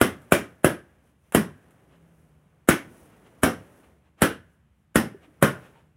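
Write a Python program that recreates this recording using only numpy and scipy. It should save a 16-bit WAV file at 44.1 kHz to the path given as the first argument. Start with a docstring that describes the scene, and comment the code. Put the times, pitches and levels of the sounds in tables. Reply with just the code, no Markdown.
"""Small, crowded shop: nine balloons of a balloon column are pricked one after another.
Each pop is a whipping-skin noise burst, one N-shaped pressure swing, a floor bounce and a brief shop ring.
Between pops: noise swells for sway, rustle and rubs, noise ticks for snaps, decaying sines for knocks.
Underneath: steady noise rumble and two swells of a low sine drone, sinking in pitch."""
import sys
import numpy as np
from scipy import signal
from scipy.fft import rfft, irfft, next_fast_len
from scipy.io import wavfile
from scipy.ndimage import uniform_filter1d

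SR = 44100
rng = np.random.default_rng(int(sys.argv[2]) if len(sys.argv) > 2 else 0)


def wav_record(signal):
    """Record a signal, one row per channel, as 16-bit PCM in the file named by sys.argv[1]."""
    frames = np.transpose(np.atleast_2d(signal))
    bounded = np.clip(frames, -1, 1)
    # unit amplitude maps onto the largest positive 16-bit level
    quanta = np.round(bounded * 32767).astype(np.int16)
    wavfile.write(sys.argv[1], SR, quanta)


N = 263144

HALF_SWING_S = 0.00049  # centre to peak of a burst

# Pops, one row per balloon: t/s, relative burst level/dB, floor bounce delay/s,
# relative ring level low/dB, mid/dB, high/dB (high also sets the skin),
# column sway level/dB, sway length/s, four resonances of the tearing balloon f/Hz
POP_EVENTS = [ (0.015, -5, 0.0033, -3, 1, 1, -54, 0.4, 258, 1222, 2000, 3360),
              (0.3231, -6, 0.0048, -4, 4.5, 1.5, -62, 0.38, 361.4, 570, 2360, 7080),
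              (0.6464, -4.5, .0054, -3.5, 0.6, -1.5, -62.5, 0.43, 344, 637, 1594, 10380),
              (1.3496, -5.5, 0.0046, 0, -1, 1.2, -57.5, 1.3, 210, 945, 1142, 1840),
              (2.6891, -5, 0.0039, -5.5, 6.2, 3, -52.5, 0.91, 215, 316.3, 2170, 6520),
              (3.4349, -8, 0.0031, -2.5, 3.5, 1, -55.5, 0.44, 509, 742, 1190, 5530),
              (4.2212, -9.5, 0.0043, -2, 4, 2.5, -63, 0.24, 477.7, 1437, 2900, 4150),
              (4.9586, -6, 0.0038, -1, 1, 1, -58.5, 0.57, 207.5, 800, 1905, 5110),
              (5.427, -5.5, 0.0056, -2, 4.5, 0.7, -52, 0.22, 131, 582, 1052, 1457)]


def pops(burst_db=1, bounce_db=-12.0, bounce_spread=2.7, ring_db=-14, ring_delay_s=0.001,
         resonance_db=-2, resonance_q=11, loss_hz=30, size=40000):
    """Burst, duller floor bounce, skin and ringing shop, all coloured by the balloon's resonances."""
    out = np.zeros(N)
    lead_s = 0.014  # room for the noise rising ahead of the burst
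    t = np.arange(size) / SR - lead_s
    for s, level_db, bounce_s, low_db, mid_db, high_db, _, _, *resonances_hz in POP_EVENTS:
        bang = from_db(level_db + burst_db) * swing(t, HALF_SWING_S)
        bang += from_db(bounce_db) * swing(t - bounce_s, HALF_SWING_S * bounce_spread)
        bang += from_db(high_db) * skin(t)
        ring = from_db(ring_db) * shop_ring((low_db, mid_db, high_db))
        add(bang, lead_s + ring_delay_s, ring + neighbours())
        for hz in resonances_hz:
            width_hz = loss_hz + hz / resonance_q
            bang = bang + from_db(resonance_db) * resonate(bang + 1e-18, hz, width_hz)
        add(out, s - lead_s, scatter(bang))
    return out


def swing(t, half_s):
    """One N-shaped pressure wave of height 1, centred on t = 0."""
    u = t / half_s
    return u * np.exp(0.5 - u * u / 2)


# Whipping rubber skin, also used by snaps(): f/Hz, relative level/dB per Hz
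SKIN_SPECTRUM = [(300, -2), (650, 3), (950, -3), (1400, 5.5), (2400, -7.5), (3200, -8), (4500, -24.5),
                 (6000, -22), (7700, -10), (10500, -6.5), (16000, -20)]


def skin(t, whip_db=-12.5, rise_s=0.0004, fall_s=0.0053, early_s=0.0012):
    """A faint rise of noise, then the sharp noise burst of the whipping rubber."""
    before_s = np.maximum(-t - early_s, 0)
    after_s = np.maximum(t + early_s, 0)
    rise = from_db(-19) * np.exp(-before_s / 0.005) * (before_s > 0)
    whip = np.exp(-before_s / rise_s - after_s / fall_s)
    return from_db(whip_db) * (rise + whip) * coloured(SKIN_SPECTRUM, len(t))


# Shop ring spectrum: f/Hz, relative level/dB per Hz
RING_SPECTRUM = [(62, -18.5), (88, -6.5), (125, -5.5), (170, 2), (330, 2.5), (600, -7), (900, -15),
                 (1550, -11.5), (2400, -20), (3100, -20), (4400, -33), (5500, -26.5), (7000, -32.5),
                 (10000, -23), (15000, -29)]
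# Shop ring decay: f/Hz, t60/s
RING_DECAY = [(70, .5), (200, 0.28), (600, 0.26), (1600, 0.26), (4000, .24), (10000, .22), (15000, 0.16)]


def shop_ring(colour_db, build_s=0.0043, size=30000):
    """Dense reflections off shelves and walls build up, then each band dies at its own rate."""
    t = np.arange(size) / SR
    hz = np.fft.rfftfreq(size, 1 / SR) + 1
    colour = list(zip((300, 1500, 8000), colour_db))
    field = rfft(coloured(RING_SPECTRUM, size)) * from_db(at_hz(colour, hz))
    centres_hz, t60s = np.transpose(RING_DECAY)
    ring = np.zeros(size)
    for band, t60 in zip(np.eye(len(centres_hz)), t60s):
        share = np.interp(np.log(hz), np.log(centres_hz), band)  # overlapping bands sum to 1
        ring += irfft(field * share, size) * from_db(-60 * t / t60)
    return ring * (1 - np.exp(-t / build_s))


# Sympathetic ring of the balloons still standing: f/Hz, width per filter pass/Hz, level/dB, t60/s
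NEIGHBOUR_MODES = [(90, 43, -39.5, 0.23), (450, 1500, -46.5, 0.17), (1590, 470, -55, 0.81),
                   (2840, 470, -54.5, 0.42)]


def neighbours(size=30000):
    """Clusters of close modes in the balloons all round, as decaying narrow-band noise."""
    t = np.arange(size) / SR
    out = np.zeros(size)
    for hz, width_hz, level_db, t60 in NEIGHBOUR_MODES:
        cluster = resonate(rng.standard_normal(size), hz, width_hz)
        cluster = resonate(cluster, hz, width_hz)
        out += from_db(level_db) * rms_one(cluster) * np.exp(-np.log(1000) * t / t60)
    return out


def scatter(bang, echo_db=-11.5, reach_s=0.016, low_hz=800, count=10):
    """Balloons nearby throw back the treble: echoes, weaker with distance, that comb the sound."""
    treble = signal.sosfilt(signal.butter(1, low_hz, "high", fs=SR, output="sos"), bang)
    out = bang.copy()
    for k, (jitter, side) in enumerate(rng.random((count, 2))):
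        place = (k + 1 + jitter) / (count + 1)
        sign = np.sign(side - 0.5)
        strength = from_db(echo_db) * sign * 2 * (1 - place / 2) ** 2 / np.sqrt(count)
        lag = int(place * reach_s * SR) + 1
        out[lag:] += strength * treble[:-lag]
    return out


# Sharp rubber snaps: t/s, relative level/dB
SNAP_EVENTS = [(.2188, -54), (1.3228, -35), (1.708, -57)]


def snaps(fall_s=0.001, room_db=-7, room_s=0.027, size=8000):
    """Taut rubber gives way with a tick that the shop carries on."""
    out = np.zeros(N)
    t = np.arange(size) / SR
    decay = np.exp(-t / fall_s) + from_db(room_db) * np.exp(-t / room_s)
    for s, level_db in SNAP_EVENTS:
        add(out, s, from_db(level_db) * decay * coloured(SKIN_SPECTRUM, size))
    return out


# Balloons knocking together: t/s, level/dB, f/Hz, t60/s
KNOCK_EVENTS = [(4.631, -52.5, 141.2, 0.13), (5.145, -32, 390, 0.058), (5.278, -47, 307, 0.11),
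                (5.755, -57, 918, 0.23)]


def knocks(contact_s=0.002, size=12000):
    """A soft bump sets the air in a balloon ringing: one decaying sine."""
    out = np.zeros(N)
    t = np.arange(size) / SR
    for s, level_db, hz, t60 in KNOCK_EVENTS:
        decay = np.exp(-np.log(1000) * t / t60) * (1 - np.exp(-t / contact_s))
        add(out, s, from_db(level_db) * decay * np.sin(2 * np.pi * hz * t))
    return out


# Short rubs of skin on skin: t/s, level/dB, centre to 1/e length/s
RUB_EVENTS = [(1.09, -73, 0.026), (1.275, -71, 0.042), (1.94, -63.5, 0.038), (3.14, -65.5, .03),
              (3.271, -59, 0.021), (3.845, -61, 0.014), (4.07, -69.5, 0.035), (4.198, -54.5, 0.017),
              (5.243, -57, 0.024), (5.652, -55.5, 0.039), (5.78, -63, 0.049)]


def rubs():
    """Skins slide past each other in short soft scuffs of noise."""
    spectrum = [(300, 10.0), (1600, 4.0), (3200, -1), (4500, -15.5), (10000, -17.0), (15000, -26.5)]
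    return swells(RUB_EVENTS) * coloured(spectrum, N)


SWAY_ATTACK_S, SWAY_SAG_DB_PER_S, SETTLE_DB_PER_S = 0.042, 8.5, 62
RUSTLE_DB = -17  # re shuffle, during sway

# Dull shuffle: f/Hz, relative level/dB per Hz
SHUFFLE_SPECTRUM = [(90, 0.5), (160, -0.5), (250, -1), (600, -6.5), (900, -12.5), (1500, -15),
                    (3000, -23.5), (4400, -35.5), (6000, -35.5)]
# Rubber rustle: f/Hz, relative level/dB per Hz
RUSTLE_SPECTRUM = [(3500, -13), (4500, -14), (6000, -6), (7300, -9), (9800, -1), (12500, -8.5),
                   (15000, -8.5)]
# Scraps and ribbons slithering down the column: t/s, level/dB, centre to 1/e length/s
SLITHER_EVENTS = [(1.08, -79.5, 0.042), (1.28, -77, .08), (2.2, -82.5, .1), (2.99, -67.5, 0.083),
                  (3.77, -76.5, 0.059), (4.53, -84, 0.043), (4.8, -86.5, .06)]


def column(lump_db=0.5, grain_db=1.0):
    """Jolted by each pop, the column shuffles dully; rubber scraps and ribbons rustle in small grains."""
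    sway = np.zeros(N)
    for s, _, _, _, _, _, sway_db, length_s, *_ in POP_EVENTS:
        shape = envelope(s, length_s, SWAY_ATTACK_S, SWAY_SAG_DB_PER_S, SETTLE_DB_PER_S)
        sway += from_db(sway_db) * shape
    contact = wander(order=220)
    shuffle = rms_one(from_db(lump_db * contact) * coloured(SHUFFLE_SPECTRUM, N))
    rustle = rms_one(from_db(grain_db * contact) * coloured(RUSTLE_SPECTRUM, N))
    rustle_level = from_db(RUSTLE_DB) * sway + swells(SLITHER_EVENTS)
    return sway * shuffle + rustle_level * rustle


DRONE_ATTACK_S, DRONE_FADE_DB_PER_S, DRONE_RELEASE_DB_PER_S = 0.03, 20.5, 111
DRONE_SAG_HZ_PER_S = 42

# Room rumble and hiss: f/Hz, relative level/dB per Hz
RUMBLE_SPECTRUM = [(30, -13.5), (50, -6), (72, 0.5), (105, -12), (160, -7.5), (250, -19), (450, -28),
                   (1500, -33.5), (3000, -38.5), (4500, -50.5), (10000, -48), (16000, -55.5)]
# Low drone swells: start t/s, length/s, level/dB, starting f/Hz
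DRONE_EVENTS = [(1.94, .6, -53, 172), (5.8, 0.072, -54, 154.7)]


def room_tone(rumble_db=-62, waver=0.35, wobble_hz=3):
    """Steady rumble and faint hiss, with a wavering low drone that sinks in pitch as it fades."""
    t = np.arange(N) / SR
    out = from_db(rumble_db) * coloured(RUMBLE_SPECTRUM, N)
    for s, length_s, level_db, start_hz in DRONE_EVENTS:
        hz = start_hz - DRONE_SAG_HZ_PER_S * (t - s) + wobble_hz * wander(order=3000)
        shape = envelope(s, length_s, DRONE_ATTACK_S, DRONE_FADE_DB_PER_S, DRONE_RELEASE_DB_PER_S)
        level = from_db(level_db) * shape * (1 + waver * wander(order=3000))
        out += level * np.sin(2 * np.pi * np.cumsum(hz) / SR)
    return out


def from_db(db):
    """Decibels to gain."""
    return 10 ** (np.asarray(db) / 20)


def rms_one(x):
    """Scale to unit rms."""
    return x / np.sqrt(np.mean(x ** 2) + 1e-20)


def at_hz(points, hz):
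    """Read a table on a log-frequency axis."""
    f, value = np.transpose(points)
    return np.interp(np.log(hz), np.log(f), value)


def add(out, s, sound):
    """Mix a sound in from time s on."""
    i = max(int(round(s * SR)), 0)
    out[i:i + len(sound)] += sound[:N - i]


def coloured(spectrum, size):
    """Noise of rms 1 with the given spectrum, falling away beyond its ends."""
    fft_size = next_fast_len(size)
    hz = np.fft.rfftfreq(fft_size, 1 / SR) + 1
    low_skirt = 1 + (spectrum[0][0] / hz) ** 4
    high_skirt = 1 + (hz / spectrum[-1][0] / 2) ** 4
    gain = from_db(at_hz(spectrum, hz)) / np.sqrt(low_skirt * high_skirt)
    white = rfft(rng.standard_normal(fft_size))
    return rms_one(irfft(white * gain, fft_size)[:size])


def resonate(x, hz, width_hz):
    """Two-pole resonance with gain 1 on top."""
    r = np.exp(-np.pi * width_hz / SR)
    b = np.array([1, 0, -1]) * (1 - r * r) / 2
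    a = [1, -2 * r * np.cos(2 * np.pi * hz / SR), r * r]
    return signal.lfilter(b, a, x)


def envelope(start_s, hold_s, attack_s, sag_db_per_s, release_db_per_s):
    """Attack, a slowly sagging hold, then a faster release."""
    t = np.maximum(np.arange(N) / SR - start_s, 0)
    loss_db = sag_db_per_s * t + release_db_per_s * np.maximum(t - hold_s, 0)
    return (1 - np.exp(-t / attack_s)) * from_db(-loss_db)


def swells(rows):
    """A bell-shaped rise and fall for each row: t/s, level/dB, centre to 1/e length/s."""
    t = np.arange(N) / SR
    return sum(from_db(level_db) * np.exp(-((t - s) / length_s) ** 2) for s, level_db, length_s in rows)


def wander(order):
    """Random drift of rms 1: noise averaged over `order` samples."""
    return rms_one(uniform_filter1d(rng.standard_normal(N), order))


def scene():
    """Everything at one microphone."""
    return (pops() + snaps() + knocks() + rubs() + column() + room_tone())[None]


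def record(dry, low_cut_hz=66, cutoff_hz=15750):
    """The small microphone drops the deep bass; peaks are rounded off at full scale; the top is cut."""
    thin = signal.sosfilt(signal.butter(3, low_cut_hz, "high", fs=SR, output="sos"), dry)
    rounded = thin / (1 + thin ** 6) ** (1 / 6)
    return signal.sosfilt(signal.ellip(12, 0.1, 110, cutoff_hz, fs=SR, output="sos"), rounded)


dry = scene()
out = record(dry)
wav_record(out)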